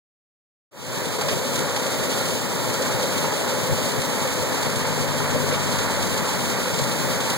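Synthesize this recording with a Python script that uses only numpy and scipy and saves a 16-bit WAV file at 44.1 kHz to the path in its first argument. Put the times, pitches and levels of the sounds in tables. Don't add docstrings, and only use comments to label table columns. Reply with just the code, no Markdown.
import sys
import numpy as np
from scipy import signal
from scipy.fft import rfft, irfft, next_fast_len
from scipy.io import wavfile

SR = 44100
rng = np.random.default_rng(int(sys.argv[2]) if len(sys.argv) > 2 else 0)


def inscribe(sig):
    pcm = np.round(np.clip(np.atleast_2d(sig).T, -1, 1) * 32767)
    wavfile.write(sys.argv[1], SR, pcm.astype(np.int16))


N = 325017
TIME_S = np.arange(N) / SR
FFT_SIZE = next_fast_len(N + 8192)
BINS_HZ = np.maximum(np.arange(FFT_SIZE // 2 + 1) * SR / FFT_SIZE, 1)

# t/s, level/dB
MOTOR_HUM = [(3.8, -45), (4.5, -32.5), (5.0, -26.5), (5.4, -23.5), (5.66, -28), (5.88, -48), (6.3, -37),
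             (6.8, -32), (7.37, -32)]
TRACTOR_LOAD = [(0.9, -28), (1.3, -28), (1.7, -40), (2.4, -34), (3.7, -24), (4.1, -26), (4.7, -24),
                (5.6, -27), (7.37, -25)]
RUMBLE_LEVEL = [(1.0, -33), (2.0, -31.5), (2.7, -30.5), (3.3, -31), (4.0, -30.5), (5.0, -33), (6.0, -32),
                (7.37, -30)]
# t/s, drum/dB, blower/dB, straw/dB
WORKLOAD = [(1, -31.5, -30, -32), (1.3, -25, -28.5, -29.5), (1.7, -28, -28, -30),
            (2.2, -25.5, -27.5, -28.5), (2.5, -29, -29, -30), (2.8, -27, -26.5, -29.5),
            (3.25, -25.5, -27.5, -28.5), (3.8, -27, -27.5, -29.5), (4.3, -27.5, -26.5, -29),
            (5, -27.5, -26.0, -30), (5.4, -26.5, -26.0, -29.5), (5.9, -27.5, -24.5, -29),
            (6.3, -27.5, -26, -29), (7.37, -28.5, -26.0, -29)]
# level/dB, decay after the loudest moment/(dB/s)
MOTOR_HARMONICS = [(-31, 16), (-35, 1.5), (-37, 2.3), (-47, 4.9)]
MOTOR_MULTIPLES = (2, 4, 5, 6)
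# multiple, level/dB
BLADE_HARMONICS = [(9, -47), (10, -41.5), (11, -46), (13, -50)]
# t/s, peak/dB
HARD_FIRINGS = [(2.335, -30), (2.668, -33), (3.7, -24), (3.98, -39), (4.398, -26), (5.0, -36), (5.672, -32)]
WAD_HITS = [(1.052, -21), (1.209, -17), (1.279, -21), (1.553, -16), (1.585, -18), (1.759, -17.5),
            (1.86, -19), (2.032, -18.5), (2.17, -27), (2.251, -22), (2.279, -20), (2.695, -20),
            (2.818, -17), (3.022, -19), (3.176, -18), (3.575, -32), (3.666, -22), (4.013, -19), (4.27, -21),
            (4.622, -18), (4.694, -22), (4.753, -19), (5.486, -18), (5.783, -16.5), (6.02, -18.5),
            (6.093, -22), (6.171, -17), (6.493, -20), (6.736, -18.5), (6.785, -20), (6.832, -16),
            (7.2, -18), (7.297, -15.5)]
SHEAF_HITS = [(1.24, -15.5), (1.322, -17), (1.63, -17), (2.793, -14), (3.028, -15), (3.248, -22),
              (3.473, -17), (3.69, -16), (3.845, -18.5), (4.11, -21), (4.245, -16.5), (4.41, -17.5),
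              (4.63, -27), (4.855, -17.5), (5.03, -20.5), (5.255, -21), (5.342, -11.5), (5.52, -19),
              (5.968, -14.5), (6.56, -24), (7.1, -19)]
# t/s, thud peak/dB, pipe ring peak/dB
KNOCKS = [(1.208, -27, -33), (1.282, -18.5, -45), (1.323, -27, -37), (1.758, -25, -32), (3.154, -28, -33),
          (3.241, -28, -28.5), (3.318, -32, -35), (3.475, -26, -33.5), (4.653, -26, -32.5),
          (4.844, -28, -38), (5.512, -24, -41), (5.535, -23, -40)]
# f/Hz, width/Hz, level/dB
LOW_HUM_PEAKS = [(99.4, 13, -5.5), (146, 50, -2), (197.4, 33, -3.5), (239.6, 27, -3), (285, 18, -6)]
# f/Hz, width/Hz, level/dB
EXHAUST_MODES = [(111, 35, -1), (138, 56, -3.5)]
PIPE_MODES = [(843, 95, 1.5), (1013, 137, -3.5), (1087, 132, -4.5), (1422, 64, -6)]
HOUSING_MODES = [(409, 48, -6), (514.4, 55, -3), (576, 70, -5.5), (682, 81, -13.5)]
# f/Hz, density/dB
RUMBLE_SPECTRUM = [(20, -15), (40, -12), (65, -13), (85, -5), (110, -2.5), (170, -0.5), (260, -2),
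                   (340, -3.5), (600, -8.5), (900, -31)]
KNOCK_SPECTRUM = [(150, -20), (500, -11), (1100, -1.5), (2000, 2), (5000, -3.5), (12000, -58)]
STRAW_SPECTRUM = [(1200, -32), (2250, 2), (2560, -1), (3050, 1.5), (3600, 2), (4150, 3.5), (4650, 1),
                  (5100, 0.5), (5500, -4.5), (5950, 2.5), (6600, -0.5), (7100, 2), (7700, 0.5),
                  (8400, -0.5), (10000, -6.5), (11000, -13.5), (12700, -7), (14000, -29), (15600, -22)]
AIR_SPECTRUM = [(400, -16.5), (680, -3), (770, -1.5), (850, -0.5), (950, 1.6), (1300, -4), (1800, -3.5),
                (2300, -7.5), (3000, -20.5), (6000, -35)]
# f/Hz, side minus mid/dB, mid-side coherence/0-1, side phase/rad
STEREO_FIELD = [(40, -10.5, .1, -1), (62, -9, .2, 3), (82.4, -0.5, 0.26, 1.5), (100, -8.5, 0.85, 2),
                (150, -10.5, 0.97, 2), (226, -13, 0.88, 2), (322, -6.5, 0.93, 1), (414, -6, 0.87, .5),
                (520, -14.5, 0.76, 0.4), (600, -13, .3, 3), (680, -3.5, .65, 3), (764, 2.5, 0.75, .5),
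                (880, -7, 0.3, -.5), (1100, -5.5, .3, -1), (1400, 8, 0.5, -4), (1800, 2, 0.48, -4.5),
                (2400, -0.5, 0.24, -4.5), (3420, 1.5, .6, -7.5), (4600, 1, 0.65, -5.5),
                (6100, -1, 0.5, -6.5), (7730, -1, 0.9, -11), (8600, -2.5, 0, -4.5), (10200, 2.5, 1, -10.5),
                (12000, 2.5, 0.3, -6.5), (14000, 1.5, .15, -5)]


def from_db(db):
    return 10 ** (np.asarray(db) / 20)


def unit_rms(x):
    return x / np.sqrt(np.mean(x ** 2) + 1e-20)


def in_time(rows):
    times_s, *columns = np.transpose(rows)
    return [np.interp(TIME_S, times_s, c) for c in columns]


def in_frequency(rows):
    hz, *columns = np.transpose(rows)
    return [np.interp(np.log(BINS_HZ), np.log(hz), c) for c in columns]


def colour(x, spectrum):
    gain = from_db(in_frequency(spectrum)[0])
    return unit_rms(irfft(rfft(x, FFT_SIZE) * gain, FFT_SIZE)[..., :N])


def resonate(x, modes):
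    out = 0
    for k, (hz, width_hz, level_db) in enumerate(modes):
        radius = np.exp(-np.pi * width_hz / SR)
        b = np.array([1, 0, -1]) * (1 - radius ** 2) / 2
        a = [1, -2 * radius * np.cos(2 * np.pi * hz / SR), radius ** 2]
        out = out + (-1) ** k * from_db(level_db) * signal.lfilter(b, a, x)
    return unit_rms(out)


def band(x, low_hz, high_hz):
    sos = signal.butter(2, [low_hz, high_hz], "band", fs=SR, output="sos")
    return unit_rms(signal.sosfilt(sos, x))


def flatten(x):
    phase = np.angle(signal.hilbert(x, FFT_SIZE)[:, :N])
    return unit_rms(np.cos(phase))


def drift(corner_hz):
    white = rfft(rng.standard_normal(FFT_SIZE))
    slow = white / (1 + (BINS_HZ / corner_hz) ** 2) * (BINS_HZ > 1)
    return unit_rms(irfft(slow, FFT_SIZE)[:N])


def noise():
    return rng.standard_normal((2, N))


def grains(per_s, spread_db):
    sizes = from_db(spread_db * np.minimum(rng.exponential(1, N), 4))
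    return unit_rms(noise() * sizes * (rng.random(N) < per_s / SR))


def bursts(rows, rise_s, decay_s):
    out = np.zeros(N)
    for start_s, peak_db in rows:
        start = int(start_s * SR)
        age_s = TIME_S[:min(SR // 4, N - start)]
        shape = (1 - np.exp(-age_s / rise_s)) ** 2 * np.exp(-age_s / decay_s)
        out[start:start + len(age_s)] += from_db(peak_db) * shape / shape.max()
    return out


def passing_motor(rest_hz=47.75, speed_m_s=28.2, distance_m=28.5, abreast_s=6.08, loudest_s=5.54):
    sound_m_s, waver = 343, 0.0032
    echo_abreast_s, echo_s_per_s, echo_gain = 0.00993, 0.0024, 0.72
    edge_db, approach_s, deep_swell_s = -6.5, 1.08, 0.88
    along_m = speed_m_s * (TIME_S - abreast_s)
    receding_m_s = speed_m_s * along_m / np.hypot(along_m, distance_m)
    firing_hz = rest_hz / (1 + receding_m_s / sound_m_s)
    phase = 2 * np.pi * np.cumsum(firing_hz * (1 + waver * drift(4.8))) / SR
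    echo_lag_s = echo_abreast_s + echo_s_per_s * (TIME_S - abreast_s)
    echo_phase = phase - 2 * np.pi * firing_hz * echo_lag_s
    before_s, after_s = np.maximum(loudest_s - TIME_S, 0), np.maximum(TIME_S - loudest_s, 0)
    swell_db = edge_db * (before_s / approach_s) ** 2
    gains = [from_db(swell_db + db - db_per_s * after_s) for db, db_per_s in MOTOR_HARMONICS]
    hum_db, = in_time(MOTOR_HUM)
    drone = from_db(hum_db) * np.sin(3 * phase)
    for k, gain in zip(MOTOR_MULTIPLES, gains):
        offset = rng.uniform(0, 2 * np.pi)
        drone += gain * (np.sin(k * phase + offset) + echo_gain * np.sin(k * echo_phase + offset))
    rumble = from_db(-8) * np.linalg.norm(gains, axis=0) * band(noise(), 200, 320)
    deep_db = -41 + edge_db * ((TIME_S - loudest_s) / deep_swell_s) ** 2
    deep_exhaust = from_db(deep_db) * band(noise(), 58, 93)
    return np.array([drone, np.zeros(N)]) + rumble + deep_exhaust


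def tractor(first_s=0.877, cycle_s=0.3435, gap_s=0.093, cylinders_db=(-2, -4.5), scatter_db=4.0):
    firings_s = np.arange(first_s, TIME_S[-1] - gap_s, cycle_s)[:, None] + [0, gap_s]
    load_db = np.interp(firings_s, *np.transpose(TRACTOR_LOAD))
    puff_db = load_db + cylinders_db + scatter_db * rng.standard_normal(firings_s.shape)
    puffs = list(zip(firings_s.ravel(), puff_db.ravel())) + HARD_FIRINGS
    exhaust = band(resonate(noise(), EXHAUST_MODES), 102, 173)
    boom = band(flatten(exhaust), 83, 170)
    return boom * bursts(puffs, rise_s=0.016, decay_s=0.0094)


def blades(blade_hz=50.2, belt_waver=0.01, straw_jitter=0.012, throb_db=2.0):
    speed = 1 + belt_waver * drift(3.1) + straw_jitter * drift(27)
    phase = 2 * np.pi * np.cumsum(blade_hz * speed) / SR
    whirr = np.zeros(N)
    for k, level_db in BLADE_HARMONICS:
        gain = from_db(level_db + throb_db * drift(9))
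        whirr += gain * np.sin(k * phase + rng.uniform(0, 2 * np.pi))
    return np.array([whirr, np.zeros(N)])


def low_rumble(rumble_db, sway_db=1.0):
    hum = band(resonate(noise(), LOW_HUM_PEAKS), 87, 280)
    gain = from_db(rumble_db + sway_db * drift(5.6))
    return gain * (colour(noise(), RUMBLE_SPECTRUM) + hum)


def clatter(thud_trim_db=-10.5, wad_trim_db=-15.5, thump_s=3.705, thump_db=-27.0):
    knock_s, thud_db, ring_db = np.transpose(KNOCKS)
    thuds = colour(noise(), KNOCK_SPECTRUM) * bursts(zip(knock_s, thud_db), rise_s=0.003, decay_s=0.013)
    pipe = band(resonate(noise(), PIPE_MODES), 720, 1260)
    rings = pipe * bursts(zip(knock_s, ring_db), rise_s=0.0027, decay_s=0.012)
    rustle = colour(noise() + grains(per_s=4400, spread_db=2.0), STRAW_SPECTRUM)
    wads = rustle * bursts(WAD_HITS, rise_s=0.0031, decay_s=0.0086)
    thump = flatten(band(noise(), 58, 100)) * bursts([(thump_s, thump_db)], rise_s=0.018, decay_s=0.02)
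    return from_db(thud_trim_db) * thuds + rings + from_db(wad_trim_db) * wads + thump


def straw(straw_db, trim_db=-7.0, clump_db=1.27, tick_gain=0.21):
    stream = colour(noise() + tick_gain * grains(per_s=1500, spread_db=2.5), STRAW_SPECTRUM)
    return from_db(straw_db + trim_db + clump_db * drift(21)) * stream


def blower(blower_db, straw_db, rush_trim_db=-9.0, rattle_trim_db=-11.5, flutter_db=0.42):
    shaker_hz, stroke_peak_s, stroke_db = 3.03, 0.27, 0.6
    turbulence = noise() + 0.5 * grains(per_s=1500, spread_db=1.5)
    rush = from_db(blower_db + rush_trim_db) * colour(turbulence, AIR_SPECTRUM)
    stalks = grains(per_s=1200, spread_db=2.0)
    rattle = from_db(straw_db + rattle_trim_db) * band(resonate(stalks, PIPE_MODES), 835, 1820)
    strokes = np.cos(2 * np.pi * shaker_hz * (TIME_S - stroke_peak_s))
    return from_db(stroke_db * strokes + flutter_db * drift(6.7)) * (rush + rattle)


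def drum(drum_db, roar_trim_db=-6.5, sheaf_trim_db=-12.5):
    beating = grains(per_s=2500, spread_db=1.5)
    roar = from_db(drum_db + roar_trim_db) * band(resonate(beating, HOUSING_MODES), 368, 723)
    housing = band(resonate(noise(), HOUSING_MODES), 474, 587)
    boom = band(flatten(housing), 457, 650)
    return roar + from_db(sheaf_trim_db) * boom * bursts(SHEAF_HITS, rise_s=0.01, decay_s=0.012)


def microphones(sound):
    direct, scattered = rfft(sound, FFT_SIZE)
    side_db, coherence, phase_rad = in_frequency(STEREO_FIELD)
    coherent = coherence * np.exp(1j * phase_rad) * direct
    diffuse = np.sqrt(np.maximum(1 - coherence ** 2, 0)) * scattered
    side = from_db(side_db) * (coherent + diffuse)
    return irfft([direct + side, direct - side], FFT_SIZE)[:, :N]


def scene():
    drum_db, blower_db, straw_db = in_time(WORKLOAD)
    rumble_db, = in_time(RUMBLE_LEVEL)
    thresher = low_rumble(rumble_db) + drum(drum_db) + blower(blower_db, straw_db)
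    thresher += blades() + straw(straw_db) + clatter()
    return microphones(thresher + tractor() + passing_motor())


def record(dry):
    lag_s, fade_span_s, cutoff_hz = 0.000361, (0.71, 1), 15750
    delay = np.exp(-2j * np.pi * BINS_HZ * lag_s)
    opposite = irfft(rfft(dry[::-1], FFT_SIZE) * delay, FFT_SIZE)[:, :N]
    faded = (dry - opposite) * np.interp(TIME_S, fade_span_s, [0, 1])
    return signal.sosfilt(signal.ellip(12, .1, 80, cutoff_hz, fs=SR, output="sos"), faded)


dry = scene()
out = record(dry)
inscribe(out)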